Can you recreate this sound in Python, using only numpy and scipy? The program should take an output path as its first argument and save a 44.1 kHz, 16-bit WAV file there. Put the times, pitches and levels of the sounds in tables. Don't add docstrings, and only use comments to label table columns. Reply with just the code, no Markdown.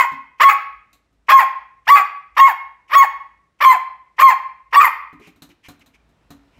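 import sys
import numpy as np
from scipy import signal
from scipy.io import wavfile
from scipy.ndimage import uniform_filter1d

SR = 44100
rng = np.random.default_rng(int(sys.argv[2]) if len(sys.argv) > 2 else 0)


def transcribe(signal):
    frames = np.atleast_2d(signal).T
    limited = np.clip(frames, -1, 1)
    pcm = np.round(limited * 32767).astype(np.int16)
    wavfile.write(sys.argv[1], SR, pcm)


def volts_from_decibels(level):
    exponent = np.asarray(level, float) / 20
    return 10 ** exponent


N = 290619
LEAD = SR // 8
TIME = (np.arange(N + LEAD) - LEAD) / SR


def rms_one(x):
    return x / np.sqrt(np.mean(x ** 2) + 1e-20)


def white():
    return rng.standard_normal(len(TIME))


def filtered(x, hz, kind):
    return signal.sosfilt(signal.butter(2, hz, kind, fs=SR, output="sos"), x)


def at_hz(points, hz, column=1):
    points = np.array(points)
    return np.interp(np.log(hz), np.log(points[:, 0]), points[:, column])


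def stretch(rows, rise_s, fall_s):
    s, *columns = np.transpose(rows)
    span = slice(*np.searchsorted(TIME, [s[0] - rise_s, s[-1] + fall_s]))
    t = TIME[span]
    fade_in = np.clip((t - s[0]) / rise_s + 1, 0, 1)
    fade_out = np.clip((s[-1] - t) / fall_s + 1, 0, 1)
    return span, [np.interp(t, s, c) for c in columns], (fade_in * fade_out) ** 2


def wobble(hz):
    return rms_one(filtered(white(), hz, "low"))


def resonances(x, modes):
    out = 0
    for k, (hz, width, level_db) in enumerate(modes):
        r = np.exp(-np.pi * width / SR)
        b = [(1 - r * r) / 2, 0, (r * r - 1) / 2]
        a = [1, -2 * r * np.cos(2 * np.pi * hz / SR), r * r]
        out = out + (-1) ** k * volts_from_decibels(level_db) * signal.lfilter(b, a, x + 1e-18)
    return out


def bands(noise, gain):
    edges = 22 * 2 ** np.arange(0, 9.9, .5)
    out = 0
    for k, (lo, hi) in enumerate(zip(edges, edges[1:])):
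        out = out + gain(np.sqrt(lo * hi)) * filtered(noise[k % 2], [lo, hi], "band")
    return out


# frequency in Hz, level in dB per Hz.
AIR_SPECTRUM = [(25, -20), (60, -3), (150, -7.5), (400, -13.5), (1200, -18), (3000, -26), (8000, -41.5),
                (15500, -56)]
HUM_HZ, HUM_DB, AIR_DB, HISS_DB = 53.7, -69.5, -70, -87
QUIET_FROM_S, LIFT_DB_PER_S = 5.24, 8.0


def background():
    hum_hz = HUM_HZ * (1 + 0.022 * wobble(4.4))
    hum = np.sin(2 * np.pi * np.cumsum(hum_hz) / SR) * volts_from_decibels(5.4 * wobble(6))
    air = rms_one(bands(rng.standard_normal((2, len(TIME))), lambda hz: volts_from_decibels(at_hz(AIR_SPECTRUM, hz))))
    faint = rms_one(resonances(white(), [(5000, 4000, 2.5), (9600, 4000, -5)]))
    lift = volts_from_decibels(LIFT_DB_PER_S * np.maximum(TIME - QUIET_FROM_S, 0))
    return lift * (volts_from_decibels(HUM_DB) * hum + volts_from_decibels(AIR_DB) * air) + volts_from_decibels(HISS_DB) * faint


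SETTLE_S, SETTLE_DB, SETTLE_HZ = .02, -4.5, -25
LET_GO_S, LET_GO_DB, TIRE_DB_PER_S = 0.015, -4, -89.5
OCTAVE_START_DB, OCTAVE_DIP_DB, OCTAVE_DB_PER_S, OCTAVE_END_DB = -22, -33, 434, -7.5
TWELFTH_START_DB, TWELFTH_DB, TWELFTH_LATE_DB, TWELFTH_END_DB = -39.5, -29.5, -39.5, -55


def whistle_course(s, length, hz, last_hz, level_db):
    hold_s = length - SETTLE_S - LET_GO_S
    tired_db = level_db + TIRE_DB_PER_S * hold_s
    octave_db = OCTAVE_DIP_DB + OCTAVE_DB_PER_S * hold_s
    return [(s, hz + SETTLE_HZ, level_db + SETTLE_DB, OCTAVE_START_DB, TWELFTH_START_DB),
            (s + SETTLE_S, hz, level_db, OCTAVE_DIP_DB, TWELFTH_DB),
            (s + length - LET_GO_S, last_hz, tired_db, octave_db, TWELFTH_LATE_DB),
            (s + length, last_hz, tired_db + LET_GO_DB, octave_db + OCTAVE_END_DB, TWELFTH_END_DB)]


# multiple of the pitch, level in dB re fundamental.
WHISTLE_OVERTONES = [(4, -42), (5, -49), (6, -42), (7, -47), (8, -50.5), (11, -58), (12, -47), (14, -44.5)]
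# start in seconds, length in seconds, settled pitch in Hz, last pitch in Hz,
# level in dB.
WHISTLES = [
    (-.06, 0.076, 1075, 1072, -4),
    (0.439, 0.076, 1110, 1110, -3.5),
    (1.324, 0.071, 1082, 1061, 0.5),
    (1.905, .062, 1141, 1142, 1),
    (2.392, 0.082, 1093, 1082, -3.5),
    (2.953, .078, 1122, 1086, -3),
    (3.65, 0.077, 1067, 1027, -2.5),
    (4.222, .08, 1089, 1043, -0.5),
    (4.761, .047, 1138, 1142, -2.5),
]


def whistle():
    out = np.zeros(len(TIME))
    waver = wobble(46)
    flicker = [wobble(18) for _ in range(4)]
    for yap in WHISTLES:
        span, (hz, level_db, octave_db, twelfth_db), fade = stretch(whistle_course(*yap), .008, .008)
        phase = 2 * np.pi * np.cumsum(hz * (1 + 0.0056 * waver[span])) / SR
        tone = volts_from_decibels(level_db) * np.sin(phase)
        tone += volts_from_decibels(octave_db) * np.sin(2 * phase + 4.47)
        tone += volts_from_decibels(twelfth_db) * np.sin(3 * phase)
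        for k in range(4, 15):
            overtone_db = level_db + at_hz(WHISTLE_OVERTONES, k) + 6.5 * flicker[k % 4][span]
            tone += volts_from_decibels(overtone_db) * np.sin(k * phase + k * k)
        out[span] += np.sqrt(2) * fade * tone
    return out


# start in seconds, rise in seconds, hold in seconds,
# pulse rate after the rise in Hz, level in dB.
OPENINGS = [
    (0.399, .016, .03, 566.2, -7),
    (1.285, .016, 0.019, 577.3, -6.5),
    (1.87, .019, 0.0064, 918.5, -10),
    (2.367, .015, .002, 602.2, -10.5),
    (2.896, .012, .016, 398.2, -34.5),
    (2.909, .028, 0.018, 601.2, -11.5),
    (3.605, .015, .012, 568.6, -11.5),
    (4.183, .018, 0.02, 555.7, -11.5),
    (4.726, .017, .002, 574, -11),
]
WAKE_SHARE, SWELL_DB_PER_S, CLIMB_HZ_PER_S, HOLD_DB_PER_S = .55, 999.5, 4800, -200
SCOOP = .72
WAKE_ROUGH, RISEN_ROUGH, ROUGH_PER_S, OPEN_EVEN = .3, .32, 12.0, .9
# start in seconds, length in seconds,
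# first rate in Hz, last rate in Hz, level in dB.
BREAKS = [
    (1.308, .04, 414.7, 419.8, -11),
    (1.893, .018, 493, 521.3, -8),
    (2.388, .025, 442.7, 500, -11),
    (3.635, .024, 540.3, 587, -6.5),
    (4.22, .018, 629.4, 561, -9.5),
    (4.744, .025, 425.2, 547.2, -9),
]
BREAK_IN_DB, BREAK_OUT_DB, BREAK_ROUGH, BREAK_EVEN = -5.5, -10, 0.44, 0.1
# start in seconds, length in seconds, pulse rate in Hz, level in dB,
# evenness 0-1 (below 1 the pulses go strong-weak).
CLOSINGS = [
    (-.004, .056, 517.3, -8, .75),
    (.487, 0.044, 435.6, -8, .8),
    (1.379, .06, 505.9, -9.5, .3),
    (1.956, .065, 421.9, -7.5, .8),
    (2.465, .058, 528.7, -12.5, .1),
    (3.009, .045, 527.7, -12, .1),
    (3.702, 0.063, 532, -11.5, .15),
    (4.288, .05, 490.4, -12, .3),
    (4.801, .037, 617.8, -6, .8),
    (4.832, 0.049, 544.7, -8, .3),
]
CATCH_S, CATCH_DB, CATCH_ROUGH, CLOSE_ROUGH = .016, -9.5, .55, .42
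FADE_DB_PER_S, SAG_HZ_PER_S = -330, 3300


def chest_courses():
    for s, rise, hold, hz, level_db in OPENINGS:
        half_hz = hz * (WAKE_SHARE + SCOOP * (1 - WAKE_SHARE))
        half_db = level_db - (1 - SCOOP) * SWELL_DB_PER_S * rise
        yield [(s, WAKE_SHARE * hz, level_db - SWELL_DB_PER_S * rise, WAKE_ROUGH, OPEN_EVEN),
               (s + rise / 2, half_hz, half_db, RISEN_ROUGH, OPEN_EVEN),
               (s + rise, hz, level_db, RISEN_ROUGH, OPEN_EVEN),
               (s + rise + hold, hz + CLIMB_HZ_PER_S * hold, level_db + HOLD_DB_PER_S * hold,
                RISEN_ROUGH + ROUGH_PER_S * hold, OPEN_EVEN)]
    for s, length, hz, last_hz, level_db in BREAKS:
        yield [(s, hz, level_db + BREAK_IN_DB, BREAK_ROUGH, BREAK_EVEN),
               (s + length / 2, (hz + last_hz) / 2, level_db, BREAK_ROUGH, BREAK_EVEN),
               (s + length, last_hz, level_db + BREAK_OUT_DB, BREAK_ROUGH, BREAK_EVEN)]
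    for s, length, hz, level_db, even in CLOSINGS:
        sag = SAG_HZ_PER_S * np.clip(1 - even, .05, 1)
        last_db = level_db + FADE_DB_PER_S * (length - CATCH_S)
        yield [(s, hz, level_db + CATCH_DB, CATCH_ROUGH, even),
               (s + CATCH_S, hz - sag * CATCH_S / 2, level_db, CLOSE_ROUGH, even),
               (s + length, hz - sag * length, last_db, CLOSE_ROUGH, even)]


# frequency in Hz, width in Hz, level in dB.
THROAT = [(1110, 252, 13.5), (1918, 370, 1.5), (2208, 413, 0), (2946, 1200, -10), (4640, 610, -26),
          (5470, 170, -25.5), (7340, 1000, -42.5), (12400, 2500, -31.5)]


def throat_gain(hz):
    return sum(volts_from_decibels(level_db) / (1 + (2 * (hz - centre) / width) ** 2) for centre, width, level_db in THROAT)


# frequency in Hz, width in Hz, lift in dB.
GAPING = [(5430, 900, 7), (1740, 160, 8)]
# frequency in Hz, width in Hz, lift in dB.
NARROWED = [(2320, 290, 5.5), (4605, 560, 6), (7170, 1100, 7.5)]
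BITE_HZ, OPENING_BITE_DB, CLOSING_BITE_DB = 2680, 4, -8.5
BRIGHTEN = .75
NARROW_BREATH_DB = -30


def mouth_gains(hz, level_db, even, opening, bite):
    shift = 1 if opening else np.clip(1 + 0.0092 * (level_db + 12), .7, 1.1)
    muffle = 1 if opening else volts_from_decibels(-0.5 + .5 * (level_db + 9.5))
    gains = []
    for k in range(1, 31):
        f = k * hz
        gain = throat_gain(f / shift) * (f < 15800)
        if k % 2:
            gain = gain * np.clip(even, 0, 1)
        gain = gain * np.where(f > BITE_HZ, bite, 1) * np.where(f > 1450, muffle, 1)
        lift_db = sum(db / (1 + (2 * (f - centre) / width) ** 2)
                      for centre, width, db in (GAPING if opening else NARROWED))
        gains.append(gain * volts_from_decibels(lift_db))
    gains[0] *= 1 if opening else .2
    return gains


def chest():
    out = np.zeros(len(TIME))
    jitter = wobble(190)
    shimmer = [wobble(100) for _ in range(6)]
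    breath = rms_one(resonances(resonances(white(), THROAT), [(1690, 1900, 0)]))
    bright = filtered(breath, BITE_HZ, "high")
    squeezed = rms_one(resonances(resonances(white(), NARROWED[1:]), NARROWED[1:]))
    for rows in chest_courses():
        span, (hz, level_db, rough, even), fade = stretch(rows, .002, 0.0041)
        rough = np.clip(rough, 0, 1)
        opening = hz[-1] > hz[0]
        effort_db = level_db - level_db.max()
        bite = volts_from_decibels(OPENING_BITE_DB + BRIGHTEN * effort_db if opening else CLOSING_BITE_DB)
        phase = 2 * np.pi * np.cumsum(hz * (1 + 0.056 * rough * jitter[span])) / SR
        gains = mouth_gains(hz, level_db, even, opening, bite)
        voiced = 0
        for k, gain in enumerate(gains):
            shake = 0.041 * k * (rough + 0.062) * shimmer[3 + k % 3][span]
            strength = gain * volts_from_decibels(7.5 * rough * shimmer[k % 3][span])
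            voiced = voiced + strength * np.cos((k + 1) * phase + .6 * k * k + shake)
        voiced /= np.sqrt(np.sum(np.square(gains), axis=0) / 2)
        puffs = (breath[span] + (bite - 1) * bright[span]) * (1 + 0.29 * np.cos(phase))
        mix = np.sqrt(1 - 0.74 * rough ** 2) * voiced + (0.017 + 0.54 * rough ** 1.2) * puffs
        out[span] += volts_from_decibels(level_db) * fade * mix
        if not opening:
            out[span] += volts_from_decibels(level_db + NARROW_BREATH_DB) * fade * squeezed[span]
    return out


# frequency in Hz, width in Hz, level in dB.
TEETH = [(4466, 490, -6.5), (5460, 1300, -16.5), (7300, 1400, -7), (8800, 570, -7.5), (11000, 1100, -11.5),
         (12200, 1400, -0.5), (14300, 1100, -3.5), (15200, 900, -5)]


def teeth_hiss(voice):
    strength = np.sqrt(uniform_filter1d(voice ** 2, size=500) + 1e-12)
    flow = np.roll(strength ** 1.2, SR // 150)
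    air = white()
    out = 0
    for hz, width, level_db in TEETH:
        spurt = volts_from_decibels(4.5 * wobble(22))
        once = resonances(air, [(hz, width, level_db)])
        out = out + spurt * resonances(once, [(hz, width, 0)])
    return flow * rms_one(out)


# frequency in Hz, t60 in seconds, level in dB.
ROOM_DECAY = [(100, .4, -1.5), (500, 0.53, -3.5), (980, 0.48, -1.5), (2320, 0.55, -2.5), (4768, 0.46, -3),
              (7500, 0.23, -1), (14000, 0.28, -6)]
ROOM_DB = -19.5


def room(x):
    t = np.arange(SR) / SR

    def decay(hz):
        return volts_from_decibels(at_hz(ROOM_DECAY, hz, column=2) - 60 * t / at_hz(ROOM_DECAY, hz))

    echoes = bands(rng.standard_normal((2, SR)), decay) * np.clip((t - .004) / 0.004, 0, 1)
    echoes = echoes / np.sqrt(np.sum(echoes ** 2)) * 2.0
    return x + volts_from_decibels(ROOM_DB) * signal.fftconvolve(x, echoes)[:len(x)]


# start in seconds, peak in dB, claw tick in dB re thud, size (1 = whole paw).
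PAWS = [(0.119, -27.5, -18.5, 0.98), (0.93, -47.5, 2.5, 0.93), (1.126, -51.5, -16.5, 0.96),
        (5.129, -28, -28.5, 0.9), (5.197, -29.5, -26, 0.64), (5.273, -33, -13, 0.86),
        (5.36, -41, -15, 0.95), (5.421, -31.5, -3.5, 0.92), (5.49, -37, -15, 0.78),
        (5.685, -23.5, -12, 0.93), (5.706, -43, -49, 0.71), (5.794, -40.5, -13.5, 0.97),
        (5.861, -41, -6.5, 0.98), (6.09, -47.5, -15.5, 0.98), (6.305, -24.5, -14.5, 0.95),
        (6.577, -37.5, -25, 0.98)]
# frequency in Hz, level in dB, t60 in seconds.
TABLE_MODES = [(96, -9.5, 0.098), (148, -4, 0.12), (232, -5, 0.18), (267, -7.5, 0.4), (340, -9.5, 0.066),
               (676, -9.5, 0.079), (1200, -17.5, 0.043)]
RATTLE_DB, RATTLE_HZ = 2.5, 30


def paws():
    out = np.zeros(len(TIME))
    spread_db = rng.normal(0, 1.5, (len(PAWS), len(TABLE_MODES)))
    claw = [(2590, 2000, -4.0), (4030, 330, 7.0), (6540, 2000, -5.5), (13300, 2400, -10.5)]
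    bright = resonances(white(), claw)
    dull = filtered(white(), [350, 1600], "band")
    rattle = volts_from_decibels(RATTLE_DB * wobble(RATTLE_HZ))
    for (s, peak_db, tick_db, size), extras_db in zip(PAWS, spread_db):
        at = round(s * SR) + LEAD
        span = slice(at, min(at + SR // 3, len(out)))
        age = np.arange(span.stop - at) / SR
        thud = 0
        for (hz, level_db, t60), extra_db in zip(TABLE_MODES, extras_db):
            ring = np.sin(2 * np.pi * hz / size * age)
            thud = thud + volts_from_decibels(level_db + extra_db - 60 * age / t60) * ring
        thud = thud * rattle[span] * (1 - np.exp(-age / 0.0018))
        tick = bright[span] * volts_from_decibels(tick_db - 60 * age / 0.14)
        knock = dull[span] * volts_from_decibels(0.45 * tick_db - 60 * age / 0.18)
        out[span] += volts_from_decibels(peak_db) * (0.34 * thud + 0.81 * tick + 0.61 * knock)
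    return out


# start in seconds, length in seconds, level in dB.
PANTS = [
    (5.185, 0.14, -51),
    (5.491, 0.043, -54.5),
    (5.627, 0.065, -47),
    (5.803, 0.033, -52.5),
    (5.931, 0.0414, -54.5),
    (6.214, 0.049, -72.5),
    (6.501, 0.14, -65),
]
# frequency in Hz, width in Hz, level in dB.
PANT_MOUTH = [(930, 240, -6.5), (2260, 400, -0.5), (3000, 500, -6), (5460, 2500, -20)]
GASP_S, GASP_DB = .02, -55


def panting():
    gasps = [(yap[0] - GASP_S, GASP_S + .004, GASP_DB) for yap in OPENINGS]
    flow = 0
    for s, length, level_db in list(PANTS) + gasps:
        flow = flow + volts_from_decibels(level_db) * np.sin(np.pi * np.clip((TIME - s) / length, 0, 1)) ** 1.6
    air = resonances(white(), PANT_MOUTH)
    return flow * rms_one(resonances(air, [(2450, 5900, -3.0), (13240, 2900, -5.5)]))


def scene():
    high, low = whistle(), chest()
    puppy = high + low + volts_from_decibels(-25) * teeth_hiss(0.18 * high + low) + panting()
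    return (room(puppy + paws()) + background())[None, LEAD:]


def roll_off(x):
    return signal.sosfilt(signal.butter(12, 15970, fs=SR, output="sos"), x)


PORT_HZ, PORT_WIDTH_HZ, PORT_DB = 14700, 3000, 1
CEILING, RELEASE_DB_PER_S = 0.98, 151


def record(dry):
    ported = dry + resonances(dry, [(PORT_HZ, PORT_WIDTH_HZ, PORT_DB)])
    over_db = np.maximum(20 * np.log10(np.abs(ported) / CEILING + 1e-9), 0)
    fall_db = RELEASE_DB_PER_S * np.arange(N) / SR
    held_db = np.maximum.accumulate(over_db + fall_db, axis=1) - fall_db
    limiter_gain = volts_from_decibels(-uniform_filter1d(held_db, size=88, axis=1))
    limited = np.clip(ported * limiter_gain, -1, 1)
    return roll_off(limited)


dry = scene()
out = record(dry)
transcribe(out)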